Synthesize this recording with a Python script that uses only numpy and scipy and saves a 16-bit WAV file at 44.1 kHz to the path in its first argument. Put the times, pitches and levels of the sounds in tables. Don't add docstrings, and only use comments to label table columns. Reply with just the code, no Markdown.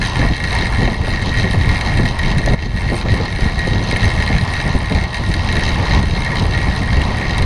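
import sys
import numpy as np
from scipy import signal
from scipy.fft import rfft, irfft, next_fast_len
from scipy.io import wavfile
from scipy.ndimage import uniform_filter1d, map_coordinates

SR = 44100
rng = np.random.default_rng(int(sys.argv[2]) if len(sys.argv) > 2 else 0)


def wav_out(sig):
    wavfile.write(sys.argv[1], SR, np.round(np.clip(np.atleast_2d(sig).T, -1, 1) * 32767).astype(np.int16))


N = 328545

# (time [s], buffet level [dB])
CALM_WIND = [(0, -15.5), (.1, -18.5), (.4, -19.5), (.6, -17), (.72, -18.5), (1.25, -16.5), (2.34, -18.5),
             (2.65, -17), (3.01, -19.5), (3.3, -18.5), (3.55, -19), (4.15, -16.5), (4.55, -20.5),
             (4.85, -20), (5.12, -22.5), (5.48, -16.5), (6.3, -15.5), (7.16, -18), (7.45, -15)]
# (start [s], length [s], buffet level [dB], flutter level [dB])
GUST_EVENTS = [(0.16, 0.11, -13, -27), (0.296, 0.04, -10, -17.5), (0.78, 0.15, -15, -21),
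               (1.112, 0.075, -16, -23.5), (1.364, 0.026, -15, -24), (1.439, 0.036, -15.5, -16),
               (1.543, 0.19, -13, -24.5), (1.932, 0.14, -14.5, -26.5), (2.23, 0.12, -16.5, -25.5),
               (2.353, 0.052, -11, -26), (2.443, 0.11, -14.5, -20), (2.737, 0.017, -11, -35),
               (2.832, 0.078, -18.5, -33), (2.907, 0.039, -19, -18.5), (3.04, 0.12, -11, -26),
               (3.192, 0.057, -18.5, -25), (3.404, 0.074, -13.5, -23.5), (3.633, 0.18, -17, -26.5),
               (4.021, 0.061, -11.5, -25), (4.143, 0.101, -14.5, -26), (4.302, 0.071, -12.5, -22.5),
               (4.397, 0.049, -14, -28), (4.659, 0.054, -15.5, -21), (4.745, 0.018, -7.5, -15),
               (4.907, 0.075, -15.5, -19.5), (5.018, 0.02, -14, -21.5), (5.277, 0.04, -14.5, -24.5),
               (5.336, 0.048, -19.5, -30), (5.476, 0.023, -28, -38), (5.533, 0.089, -22, -25.5),
               (5.655, 0.062, -21, -23), (5.76, 0.087, -28, -27), (5.888, 0.16, -13, -23),
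               (6.052, 0.035, -17.5, -45), (6.376, 0.13, -15.5, -29), (6.57, 0.069, -18, -25.5),
               (6.675, 0.042, -15.5, -23.5), (6.787, 0.06, -23, -25), (6.899, 0.043, -11.5, -34),
               (6.97, 0.052, -16, -27), (7.39, 0.06, -14, -40)]
CALM_FLUTTER_DB = -9.5
GUST_RISE_S, GUST_FALL_S = 0.022, 0.027
# (frequency [Hz], relative level [dB])
BUFFET_SPECTRUM = [(9, -43), (15, -1.5), (43, 3), (90, 2), (140, -2.5), (220, -13.5), (400, -59.5)]
FLUTTER_SPECTRUM = [(80, -80), (170, 0), (300, -7), (450, -11.5), (800, -15), (1500, -34), (3000, -57)]
# (time [s], relative level [dB])
PUFF_EVENTS = [(0.194, -17), (0.221, -11), (0.243, -10.5), (0.304, -21), (0.525, -21), (0.604, -15.5),
               (0.627, -17), (0.82, -13), (0.875, -11.5), (0.915, -17), (1.074, -12), (1.392, -18),
               (1.537, -12), (1.955, -21), (1.992, -11), (2.291, -27), (2.471, -11.5), (2.535, -13.5),
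               (2.919, -14.5), (2.94, -20), (3.052, -14.5), (3.082, -19), (3.131, -14), (3.201, -12),
               (3.384, -19), (3.669, -15), (3.741, -17), (3.927, -16.5), (4.299, -13.5), (4.755, -31),
               (4.801, -26), (4.914, -19), (5.035, -26), (5.526, -24), (5.93, -16), (5.965, -19),
               (6.445, -17)]
# (frequency [Hz], relative level [dB])
PUFF_SPECTRUM = [(100, -12), (250, -0.5), (500, -8.0), (900, -12.5), (1400, -27), (3000, -64)]
PUFF_PEAK_S = 0.0055
# (time [s], peak level [dB])
KICK_EVENTS = [(.197, -12), (.236, -15), (.831, -3.5), (.878, -6), (0.921, -7), (1.996, -12), (2.543, -6.5),
               (2.667, -14), (5.982, -10)]
KICK_S = 0.0017
# (time [s], depth [dB], recovery time constant [s])
LEVEL_DIPS = [(.29, 4.5, 0.11), (.86, 4, 0.35), (.99, 2, 0.12), (2.543, 9, 0.16), (2.668, 5, 0.11),
              (3.03, 8, 0.045), (3.26, 3.5, .08), (4.78, 0, 0.17), (6.0, 7.5, 0.13)]
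DIP_FALL_S = 0.01
WIND_DIPS_LESS = 0.61
STEEL_DIPS_MORE = 1.2
# (frequency [Hz], relative level [dB])
TYRE_SPECTRUM = [(250, -7.5), (500, -5.5), (800, 4), (1060, 4), (1210, -1.5), (1450, -9), (2500, -11),
                 (5000, -15), (8000, -39), (11000, -58), (15000, -70)]
# (time [s], starting level [dB], pitch [Hz])
CLACK_EVENTS = [(2.059, -18, 3020), (2.461, -23, 6030), (7.017, -15, 2770)]
CLACK_T60_S = 0.014
# (frequency [Hz], width [Hz], relative level [dB])
FRAME_MODES = [(2668, 79, 1.5), (3145, 86, -1), (3355, 70, -5.5), (3813, 140, 1.5), (4177, 81, 2.5),
               (4480, 73, -2.5), (4876, 154, -6), (5030, 15, -9.5), (5324, 39, -9), (5600, 520, -15.5),
               (5950, 45, -9), (6175, 57, -6.5), (6560, 23, -14.5), (6930, 82, -17.5)]
STEEL_MODES = [(7720, 51, -8), (8390, 55, -3.5), (8670, 200, -0.5), (8900, 255, -2.5), (9740, 37, -17),
               (9880, 60, -1.5), (9970, 270, -2), (10450, 80, -17), (12200, 80, -13), (12400, 150, -19),
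               (12360, 80, -8), (12400, 120, -14)]
MOUNT_MODES = [(1399, 23.4, -14), (1742, 74, -8), (1857.4, 37.6, -3.5), (1895, 28, 0.5), (2129, 30.6, -2.5),
               (2142.5, 24, -6), (2183, 65, -9), (2394, 220, -18.5)]
# (time [s], relative steel blow [dB], relative frame and mount blow [dB])
HARD_SNAPS = [(0.19, -24, -11.5), (0.364, -26.5, -16), (0.437, -26, -11.5), (0.4822, -26, -18),
              (0.505, -27, -13), (0.5263, -25, -13), (0.5492, -23, -13), (0.677, -29, -23),
              (0.9405, -25, -18.5), (1.222, -24, -17), (1.371, -23, -12.5), (1.597, -40, -24),
              (1.689, -21, -11), (1.7444, -27, -13.5), (1.8088, -29, -10), (1.9712, -22, -12.5),
              (2.0523, -26, -10.5), (2.188, -24, -11), (2.2298, -30, -13.5), (2.3805, -22, -11),
              (2.4593, -20, -15.5), (3.1025, -32, -18), (3.2524, -26, -16), (3.4054, -25, -12.5),
              (3.5896, -18, -13.5), (3.9098, -21.5, -11), (3.9682, -20, -21), (4.3808, -27, -13),
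              (4.535, -24, -12.5), (4.788, -25, -28), (5.0364, -24, -15), (5.142, -27, -11.5),
              (5.167, -23.5, -15.5), (5.3122, -27, -13), (5.338, -21, -10), (5.5245, -21, -12.5),
              (5.6885, -24, -11), (6.0263, -27, -17), (6.2463, -26, -13.5), (6.354, -23, -13),
              (6.8576, -31, -20), (7.016, -28, -23), (7.1687, -28, -16), (7.3795, -16, -10.5),
              (7.4215, -24, -12.5)]
FRAME_LAG_S = .0015
# (time [s], frame ring [dB], steel tick against frame [dB], tyres [dB], mount hush [dB])
BIKE_LEVELS = [(0, -29.5, -18, -28.5, 9), (.5, -31, -14.5, -28.5, 2), (.8, -30.5, -15.5, -29.5, 4),
               (1.2, -29.5, -18, -28, 9.5), (1.5, -29.5, -15.5, -28, 3), (2.0, -31, -16, -29.5, 10),
               (2.5, -33, -17, -29.5, 4), (2.7, -32.5, -13, -30.5, 2.5), (3.2, -31.5, -17.5, -30, 6.5),
               (3.8, -32.5, -16, -30, 3), (3.95, -29.5, -14.5, -26.5, 5.5), (4.65, -30.5, -16, -27.5, 5),
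               (4.75, -32.5, -18, -30.5, 2.5), (5.2, -33.5, -13.5, -30, 6), (5.55, -29, -17.5, -26, 8),
               (5.97, -29, -16.5, -26, 1), (6.3, -30.5, -14, -27, 5.5), (6.9, -31, -16, -27.5, 4.5),
               (7.45, -33, -18, -25.5, 1)]
# (time [s], chain over the sprocket [links per s])
CHAIN_SPEED = [(0, 84.83), (.5, 86.29), (1.2, 88.6), (2.4, 87.71), (3.6, 86.02), (4.4, 79.88), (5.2, 75.85),
               (5.6, 74.11), (6.4, 73.08), (7, 73.8), (7.45, 75.61)]
FIRST_LINK = -.35
CHAINRING_TEETH, SPROCKET_TEETH = 50, 15
UNEVEN_DRIVE = [(CHAINRING_TEETH, .082, .21), (CHAINRING_TEETH / 2, .068, .308),
                (SPROCKET_TEETH, .088, .344)]
# (period [links], swell [dB], phase [turns])
CHAIN_TIGHTNESS = [(CHAINRING_TEETH, 0.61, 0.19), (SPROCKET_TEETH, 0.49, 0.3)]
# (frequency [Hz], gain [dB])
HOUSING_RESPONSE = [(9000, -0.5), (11500, -5.5), (13200, -9), (14000, -21), (14600, -15), (15300, -30)]
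TOP_HZ = 15200


def amp(db):
    return 10 ** (np.asarray(db) / 20)


def unit(x):
    return x / np.sqrt(np.mean(x ** 2) + 1e-20)


def curves(rows):
    s, *columns = np.transpose(rows)
    return [np.interp(np.arange(N) / SR, s, column) for column in columns]


def wobble(rate):
    points = rng.standard_normal(int(N * 80 / SR) + 4)
    return map_coordinates(points, [np.arange(N) * min(rate, 80) / SR])


def along(points, hz):
    f, db = np.transpose(points)
    return amp(np.interp(np.log(hz + 1), np.log(f), db))


def filtered(x, response):
    m = next_fast_len(N + SR // 2)
    hz = np.fft.rfftfreq(m, 1 / SR)
    return irfft(rfft(x, m) * response(hz), m)[:N]


def rush(spectrum, patchy_db):
    z = signal.stft(rng.standard_normal(N + 512), nperseg=512)[2]
    patches = uniform_filter1d(rng.standard_normal(z.shape), size=6, axis=0)
    patches = uniform_filter1d(patches, size=10, axis=1)
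    noise = signal.istft(z * amp(patchy_db * unit(patches)), nperseg=512)[1][:N]
    return filtered(noise, lambda hz: along(spectrum, hz))


def ring(force, modes):
    def response(hz):
        total = 0
        for k, (center, width, db) in enumerate(modes):
            damping = 1j * hz * width
            total = total + (-1) ** k * amp(db) * damping / (center ** 2 - hz ** 2 + damping)
        return total
    return filtered(force, response)


def knocks(times, sizes, t60, blow=1.0):
    spikes = np.bincount(np.clip((times * SR).astype(int), 0, N - 1), sizes, N)
    fade = amp(-60 * np.arange(SR // 20) / SR / t60)
    rattle = signal.fftconvolve(spikes, fade)[:N] * rng.standard_normal(N)
    return blow * spikes + rattle


def turning(links, rows):
    return sum(size * np.cos(2 * np.pi * (links / period - phase)) for period, size, phase in rows)


def dips():
    depth_db = np.zeros(N)
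    for s, db, recovery in LEVEL_DIPS:
        since = np.maximum(np.arange(N) / SR - s, 0)
        depth_db += db * np.minimum(since / DIP_FALL_S, 1) * np.exp(-since / recovery)
    return amp(-depth_db)


def gusts():
    calm_db, = curves(CALM_WIND)
    power = amp(2 * np.array([calm_db, calm_db + CALM_FLUTTER_DB]))
    for s, length, buffet_db, flutter_db in GUST_EVENTS:
        hold = max(length - GUST_RISE_S, 0)
        corners = np.cumsum([s - GUST_RISE_S / 2, GUST_RISE_S, hold, GUST_FALL_S])
        shape = np.interp(np.arange(N) / SR, corners, [0, 1, 1, 0])
        power += amp(2 * np.array([[buffet_db], [flutter_db]])) * shape ** 2
    return np.sqrt(power)


def wind():
    buffet_gain, flutter_gain = gusts()
    eddies = wobble(22)
    buffet = unit(amp(0.88 * eddies) * rush(BUFFET_SPECTRUM, patchy_db=-0.36))
    lumps_db = 1.07 * eddies + 2.0 * wobble(45)
    flutter = unit(amp(lumps_db) * rush(FLUTTER_SPECTRUM, patchy_db=0.0))
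    return buffet_gain * buffet + flutter_gain * flutter


def puffs():
    s, db = np.transpose(PUFF_EVENTS)
    u = np.arange(SR // 10) / SR / PUFF_PEAK_S
    swell = u * np.exp(1 - u)
    spikes = np.bincount((s * SR).astype(int), amp(db - 3.5), N)
    slap = rush(PUFF_SPECTRUM, patchy_db=-2.0)
    return signal.fftconvolve(spikes, swell)[:N] * unit(slap)


def kicks():
    out, t = np.zeros(N), np.arange(N) / SR
    for s, db in KICK_EVENTS:
        u = (t - s) / KICK_S
        out -= amp(db) * (1 - u * u) * np.exp(-u * u / 2)
    return out


def tyres():
    roll_db = curves(BIKE_LEVELS)[2]
    return amp(roll_db) * unit(amp(1.8 * wobble(11)) * rush(TYRE_SPECTRUM, patchy_db=1.0))


def clacks():
    out, t = np.zeros(N + SR), np.arange(SR // 10) / SR
    for s, db, hz in CLACK_EVENTS:
        rough = 1 + 1.04 * unit(uniform_filter1d(rng.standard_normal(len(t)), size=24))
        start = round(s * SR)
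        out[start:start + len(t)] += amp(db - 60 * t / CLACK_T60_S) * rough * np.sin(2 * np.pi * hz * t)
    return out[:N]


def snaps():
    s, steel_db, frame_db = np.transpose(HARD_SNAPS)
    steel = ring(knocks(s, amp(steel_db + 12.5), t60=0.0051, blow=4.0), STEEL_MODES)
    shake = knocks(s + FRAME_LAG_S, amp(frame_db), t60=0.038, blow=7.5)
    return steel + amp(4.0) * ring(shake, FRAME_MODES) + amp(19.5) * ring(shake, MOUNT_MODES)


def chain():
    frame_db, steel_db, _, hush_db = curves(BIKE_LEVELS)
    s = np.arange(N) / SR
    even = FIRST_LINK + np.cumsum(curves(CHAIN_SPEED)[0]) / SR
    tight_db = turning(even, CHAIN_TIGHTNESS)
    passed = even + turning(even, UNEVEN_DRIVE)

    link = np.arange(1, int(passed[-1]) + 1)
    timing, strength, steel_extra, mount_extra = rng.standard_normal((4, len(link)))
    seated = np.interp(link - .15 + 0.036 * timing, passed, s)
    snapped = np.abs(seated[:, None] - np.transpose(HARD_SNAPS)[0]).min(axis=1) < .004
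    strength_db = 3.05 * np.minimum(strength, 1.6) - 60 * snapped

    stroke = 2 * passed / CHAINRING_TEETH
    slack = np.exp(1.65 * (np.cos(2 * np.pi * (stroke - .39)) - 1))

    frame_rub, mount_rub, steel_rub = rng.standard_normal((3, N))
    late = seated + FRAME_LAG_S
    frame_blows = knocks(late, amp(0.95 * strength_db), t60=0.023, blow=2.4)
    mount_blows = knocks(late, amp(0.63 * strength_db + 1.0 * mount_extra), t60=0.016, blow=3.6)
    steel_blows = knocks(seated, amp(strength_db + 0.51 * steel_extra), t60=0.007, blow=3.5)
    frame_force = unit(frame_blows) + amp(-4.5) * frame_rub
    mount_force = unit(mount_blows) + amp(-8.5) * mount_rub
    steel_force = unit(steel_blows) + amp(-10.0) * steel_rub

    frame = amp(-1.13 * slack + 2.03 * wobble(20)) * unit(ring(frame_force, FRAME_MODES))
    mount = amp(6.5 - hush_db * slack) * unit(ring(mount_force, MOUNT_MODES))
    steel_gain = amp(steel_db + 1.1 * tight_db + 2.4 * wobble(21))
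    steel_gain = steel_gain * dips() ** (STEEL_DIPS_MORE - 1)
    steel = steel_gain * unit(ring(steel_force, STEEL_MODES))
    return amp(frame_db + tight_db) * (frame + mount + steel)


def scene():
    air = puffs() + kicks() + dips() ** WIND_DIPS_LESS * wind()
    bicycle = dips() * (tyres() + chain()) + snaps() + clacks()
    return (air + bicycle)[None]


def record(dry):
    soft = dry[0] / (1 + np.abs(dry[0] / .98) ** 6) ** (1 / 6)
    return filtered(soft, lambda hz: along(HOUSING_RESPONSE, hz) * (hz < TOP_HZ))[None]


dry = scene()
out = record(dry)
wav_out(out)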